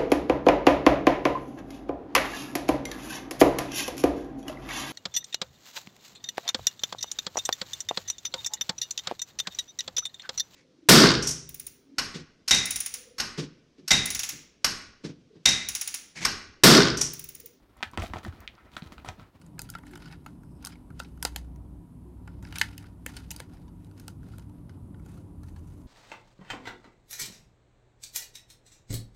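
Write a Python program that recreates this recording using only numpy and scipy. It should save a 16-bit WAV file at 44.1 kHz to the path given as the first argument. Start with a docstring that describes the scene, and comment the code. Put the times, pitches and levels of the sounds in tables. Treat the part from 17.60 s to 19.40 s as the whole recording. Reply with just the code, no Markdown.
"""Loose rocks on a mountain slope

Blocks knock and ring briefly, small stones clack, and the rubble thuds as it takes the weight.
Sliding faces grind or rub; between them grit snaps and crushed sand sprays out.
Every contact scatters briefly among the boulders. A faint wind and an even hiss lie behind."""
import sys
import numpy as np
from scipy import signal
from scipy.fft import rfft, irfft
from scipy.io import wavfile

SR = 44100
rng = np.random.default_rng(int(sys.argv[2]) if len(sys.argv) > 2 else 0)


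def wav_record(signal):
    """Record a signal, one row per channel, as 16-bit PCM in the file named by sys.argv[1]."""
    frames = np.transpose(np.atleast_2d(signal))
    bounded = np.clip(frames, -1, 1)
    # unit amplitude maps onto the largest positive 16-bit level
    quanta = np.round(bounded * 32767).astype(np.int16)
    wavfile.write(sys.argv[1], SR, quanta)


N = 79380
T = np.arange(N) / SR


# Block modes: freq_ratio, level_db, t60_cycles
BLOCK_RESONANCES = [(1, 1.5, 9), (1.24, -1, 8), (1.7, 2, 4.5), (2.25, -1.5, 13.5), (2.8, -2, 12),
                    (3.7, -1, 12.5), (4.9, -6, 19)]
# Block impacts: start_s, level_db, pitch_hz, tilt_db_per_octave; the two soft rows at 0.98 s and 0.986 s are a
# brief dull rub near 1-1.4 kHz, played as short rings
BLOCK_HITS = [(.167, -52, 990, -15), (.207, -41.5, 850, -5), (.2282, -33.5, 750, -6.5),
              (.335, -36.5, 970, -13.5), (.3748, -22.5, 922, -1.5), (.383, -27, 520, -0.5),
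              (.402, -33.5, 1000, -12), (.4212, -30.5, 633, 8), (.4245, -31, 716, -7.5),
              (.437, -27, 646, -15), (.443, -29, 707, -10), (.461, -39.5, 844, 5), (.499, -43.5, 700, 1),
              (.5355, -28.5, 935, -4), (0.5366, -31, 1650, -6.5), (.5595, -28, 843, -13),
              (.5685, -29.5, 690, -2.5), (.584, -43, 880, -3), (.6497, -32, 1580, -5),
              (.665, -35.5, 715, -14), (0.7259, -46.5, 1430, -8), (.823, -48, 750, -6),
              (0.98, -50.5, 1040, -6), (.986, -48, 1390, -11), (1.066, -49, 590, -16),
              (1.1672, -28, 1508, -13.5), (1.1685, -35, 715, 4.5), (1.2215, -44.5, 810, 3),
              (1.274, -50, 890, 6), (1.3215, -40, 1170, -2.5), (1.381, -40, 1410, -7),
              (1.4472, -34.5, 850, -13), (1.464, -42, 846, -11), (1.4878, -27, 807, -0.5),
              (1.501, -40, 670, -17), (1.597, -44.5, 1320, -3)]

def knocks():
    """Blocks meet on rough, crumbling faces and ring for a few cycles; two soft rings near 0.98 s make a brief
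    dull rub."""
    out = np.zeros(N)
    level_span_s = 0.0021   # energy equals that of a sine this long at level_db
    for start_s, level_db, pitch_hz, tilt_db in BLOCK_HITS:
        body = ring(BLOCK_RESONANCES, pitch_hz, tilt_db, detune=0.077)
        knock = signal.fftconvolve(body, contact(crumble_s=0.0035, crumble_db=-7.5))
        knock *= np.sqrt(level_span_s * SR / 2) / np.linalg.norm(knock)
        add(out, start_s, from_db(level_db) * knock)
    return out


# Small stone impacts: start_s, level_db, low_hz, high_hz
STONE_HITS = [(0.2279, -15, 1070, 3280), (0.229, -18.5, 677, 2240), (.2325, -13.5, 1337, 3500),
              (.8770, -21.5, 2040, 3560), (.953, -48, 3770, 5630), (1.118, -47, 1400, 4500),
              (1.138, -43, 2600, 3900), (1.1665, -28, 3000, 4260), (1.2222, -35, 2640, 4200),
              (1.242, -48, 2600, 4150), (1.381, -39.5, 2150, 2980), (1.400, -44.5, 2000, 3070)]

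def clacks(edge_db=-16):
    """Small stones stop dead: one hard pulse with a thin broadband edge."""
    out = np.zeros(N)
    for start_s, level_db, low_hz, high_hz in STONE_HITS:
        touch = contact(crumble_s=0.00056, crumble_db=-19)
        clack = band(touch, low_hz, high_hz) + from_db(edge_db) * touch
        add(out, start_s, from_db(level_db) * clack)
    return out


# Ground modes: freq_ratio, level_db, t60_cycles
GROUND_RESONANCES = [(1, 0.5, 10), (1.55, -4.5, 15), (2.7, -16, 17.5)]
# Weight landing on the slope: start_s, level_db, pitch_hz
LANDINGS = [(0.2289, -34, 223), (0.263, -45, 81.4), (.376, -24.5, 218), (0.381, -28, 77.6), (0.41, -30, 53),
            (.422, -38, 171), (.437, -30, 228), (0.497, -37.5, 58.3), (0.503, -43, 208), (.537, -30, 215),
            (.558, -36.5, 84.5), (0.572, -46, 228), (0.653, -36, 212), (.659, -31.5, 224), (.668, -33, 198),
            (.677, -30.5, 83.5), (0.792, -46.5, 60), (0.877, -48, 49), (1.168, -38.5, 213),
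            (1.2209, -31, 161), (1.255, -45.5, 76.6), (1.3209, -38, 202), (1.381, -53, 139),
            (1.468, -46, 110), (1.486, -37.5, 90), (1.586, -42.5, 135), (1.62, -46, 99)]

def thuds(attack_s=0.0016):
    """The rubble takes the weight and answers with low, damped modes."""
    out = np.zeros(N)
    onset = 1 - np.exp(-T[:SR // 4] / attack_s)
    for start_s, level_db, pitch_hz in LANDINGS:
        ground = ring(GROUND_RESONANCES, pitch_hz, tilt_db=0, detune=0.1)
        add(out, start_s, from_db(level_db) * onset * ground)
    return highpass(out, cutoff_hz=45.5, order=2)


# Snapping grit: start_s, peak_db, high_hz
GRIT_SNAPS = [(0.17, -49.5, 12500), (0.3142, -42.5, 11400), (.375, -31.5, 9230), (.3998, -33.5, 6700),
              (.4215, -33, 9900), (.437, -37, 8800), (.5855, -40.5, 6800), (0.6433, -39.5, 15100),
              (0.65, -57, 8000), (.665, -43, 8000), (0.8049, -38.5, 15900), (1.168, -36, 8000),
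              (1.275, -52, 10900), (1.3223, -45, 8950), (1.448, -45, 8000), (1.455, -46, 9900),
              (1.4633, -41.5, 10000), (1.4853, -40, 8000), (1.4878, -28, 6940)]

def ticks():
    """Grit snaps between the faces in short, bright bursts."""
    out = np.zeros(N)
    for start_s, peak_db, high_hz in GRIT_SNAPS:
        snap = contact(crumble_s=0.00066, crumble_db=-1.5)
        add(out, start_s, from_db(peak_db) * band(snap, low_hz=4500, high_hz=high_hz))
    return out


# Grinding spectrum: freq_hz, density_db
GRIND_SPECTRUM = [(100, -1), (230, 9), (450, -0.5), (850, -3), (1300, -3), (2200, -9), (3600, -12),
                  (6000, -21), (9000, -28.5), (15000, -37)]
# Rock sliding on rock: start_s, length_s, level_db, tilt_db_per_octave
SLIDES = [(0.17, 0.12, -62.5, 1), (0.331, 0.011, -47, -0.5), (0.372, 0.04, -45.5, 0.5),
          (0.411, 0.044, -46, 1.5), (0.532, 0.053, -46, 0.5), (0.628, 0.055, -52, 1.5),
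          (0.726, 0.12, -61.5, 0), (1.115, 0.082, -62, 3), (1.224, 0.045, -58, 2),
          (1.321, 0.009, -55.5, 3.5), (1.444, 0.055, -48, 0.5), (1.596, 0.034, -60.5, 0.9)]

def scrapes(attack_s=0.0038, release_s=0.015, pivot_hz=1000):
    """A sliding rock grinds in dense, uneven slips."""
    out = np.zeros(N)
    for start_s, length_s, level_db, tilt_db in SLIDES:
        spectrum = [(hz, db + tilt_db * np.log2(hz / pivot_hz)) for hz, db in GRIND_SPECTRUM]
        attack = np.clip((T - start_s) / attack_s, 0, 1)
        release = np.exp(-np.maximum(T - start_s - length_s, 0) / release_s)
        out += from_db(level_db) * attack * release * grains(spectrum, rate_per_s=2500)
    return out


# Smooth faces rubbing: centre_s, half_width_s, level_db
RUB_SWELLS = [(0.201, 0.065, -70), (0.826, 0.033, -57), (0.997, 0.038, -60.5), (1.078, 0.024, -63),
              (1.185, 0.016, -50.5), (1.624, 0.034, -61.5)]

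def rubs():
    """Smooth faces rub: dull noise that swells and fades."""
    noise = unit_rms(band(rng.standard_normal(N), low_hz=750, high_hz=2000))
    return noise * sum(from_db(level_db) * np.exp(-((T - centre_s) / half_width_s) ** 2)
                       for centre_s, half_width_s, level_db in RUB_SWELLS)


# Sand spectrum: freq_hz, density_db
SAND_SPECTRUM = [(1500, -15), (4000, 9.5), (6500, 3), (9500, -4), (11000, -3), (15000, -9)]
# Sand sprays: start_s, level_db
SAND_SPRAYS = [(0.232, -56.5), (.376, -59), (0.421, -49), (.438, -64.5), (0.461, -61), (.655, -70),
               (1.168, -57), (1.322, -70), (1.488, -61)]

def sand(decay_s=0.027):
    """Crushed sand sprays out after a blow in a fine, dying crackle."""
    envelope = sum(from_db(level_db) * (T > start_s) * np.exp(-np.abs(T - start_s) / decay_s)
                   for start_s, level_db in SAND_SPRAYS)
    return envelope * grains(SAND_SPECTRUM, rate_per_s=1600)


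# Near and far reflections: gain_db, t60_s
ECHO_TAILS = [(-6.5, 0.031), (-9.5, 0.18)]
# Reflection response: freq_hz, gain_db
ECHO_SPECTRUM = [(60, -3.5), (300, -8), (1000, 5.5), (3000, 0), (6000, -2.5), (15000, 1.5)]

def boulder_echoes(rocks, delay_s=0.00078):
    """Many small reflections off the surrounding boulders merge into short tails."""
    t = T[:SR // 2]
    response = np.zeros(len(t))
    for gain_db, t60_s in ECHO_TAILS:
        decay = np.exp(-np.log(1000) * t / t60_s) * (t > delay_s)
        tail = coloured(rng.standard_normal(len(t)), ECHO_SPECTRUM) * decay
        energy_norm = np.sqrt(2 * np.log(1000) / (t60_s * SR))
        response += from_db(gain_db) * energy_norm * tail
    return signal.fftconvolve(rocks, response)[:N]


# Wind spectrum: freq_hz, density_db
WIND_SPECTRUM = [(20, -35), (32, -5), (48, 2.5), (90, -1), (160, -6), (290, -5), (450, -13), (1000, -16.5),
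                 (2000, -24), (4000, -29), (8000, -42.5)]
# Wind envelope: time_s, level_db
WIND_ENVELOPE = [(0, -61.5), (.15, -63.5), (.5, -50), (.8, -55.5), (1.0, -59.5), (1.3, -54.5),
                 (1.65, -54.5), (1.8, -59.5)]

def wind(gust_db=3, gust_cutoff_hz=13.7):
    """A soft, low rush, made slightly lumpy by quick gusts."""
    smoothing = signal.butter(2, gust_cutoff_hz, fs=SR, output="sos")
    gusts = unit_rms(signal.sosfilt(smoothing, rng.standard_normal(2 * N))[N:])
    level_db = np.interp(T, *np.transpose(WIND_ENVELOPE)) + gust_db * gusts
    return from_db(level_db) * unit_rms(coloured(rng.standard_normal(N), WIND_SPECTRUM))


def hiss(level_db=-80.5):
    """A faint, even hiss."""
    return from_db(level_db) * unit_rms(highpass(rng.standard_normal(N), cutoff_hz=3000))


def ring(modes, pitch_hz, tilt_db, detune):
    """Damped modes of a struck body; upper modes randomly detuned, tilt_db per octave."""
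    t, out = T[:SR // 4], 0
    for k, (ratio, level_db, t60_cycles) in enumerate(modes):
        hz = pitch_hz * ratio * (1 + detune * rng.normal() * (k > 0))
        gain = (-1) ** k * from_db(level_db + tilt_db * np.log2(ratio))
        decay = np.exp(-np.log(1000) * hz * t / t60_cycles)
        out += gain * decay * np.sin(2 * np.pi * hz * t)
    return out


def contact(crumble_s, crumble_db):
    """A unit impulse at first touch, then a dying spray of tiny fractures."""
    t = T[:SR // 40]
    fractures = highpass(rng.laplace(size=len(t)) * np.exp(-t / crumble_s), cutoff_hz=1280)
    return (t == 0) + from_db(crumble_db) * fractures / np.linalg.norm(fractures)


def grains(spectrum, rate_per_s, spread_db=5):
    """Random clicks of uneven size; rms 1."""
    sizes = from_db(spread_db * np.minimum(rng.exponential(1, N), 4))
    signs = rng.choice([-1, 1], N)
    hits = rng.random(N) < rate_per_s / SR
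    return unit_rms(coloured(sizes * signs * hits, spectrum))


def coloured(x, spectrum):
    """Filter by (freq_hz, gain_db) points."""
    hz, db = np.transpose(spectrum)
    bins_hz = np.maximum(np.arange(len(x) + 1) * SR / (2 * len(x)), 1)
    gain = from_db(np.interp(np.log(bins_hz), np.log(hz), db))
    return irfft(rfft(x, 2 * len(x)) * gain)[:len(x)]


def band(x, low_hz, high_hz):
    """Band-pass, scaled to a peak of 1."""
    y = signal.sosfilt(signal.butter(2, [low_hz, high_hz], "band", fs=SR, output="sos"), x + 1e-18)
    return y / np.abs(y).max()


def highpass(x, cutoff_hz, order=1):
    return signal.sosfilt(signal.butter(order, cutoff_hz, "high", fs=SR, output="sos"), x + 1e-18)


def from_db(db):
    return 10 ** (np.asarray(db) / 20)


def unit_rms(x):
    return x / np.sqrt(np.mean(x ** 2) + 1e-20)


def add(out, start_s, sound):
    i = int(start_s * SR)
    out[i:i + len(sound)] += sound[:N - i]


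def scene():
    """Rocks, their reflections, wind and hiss; mono."""
    rocks = clacks() + knocks() + thuds() + ticks() + scrapes() + sand() + rubs()
    return (rocks + boulder_echoes(rocks) + wind() + hiss())[None]


def record(dry):
    """Steep low-pass on the top treble."""
    cutoff_hz = 16300
    return signal.sosfilt(signal.ellip(10, .1, 70, cutoff_hz, fs=SR, output="sos"), dry)


dry = scene()
out = record(dry)
wav_record(out)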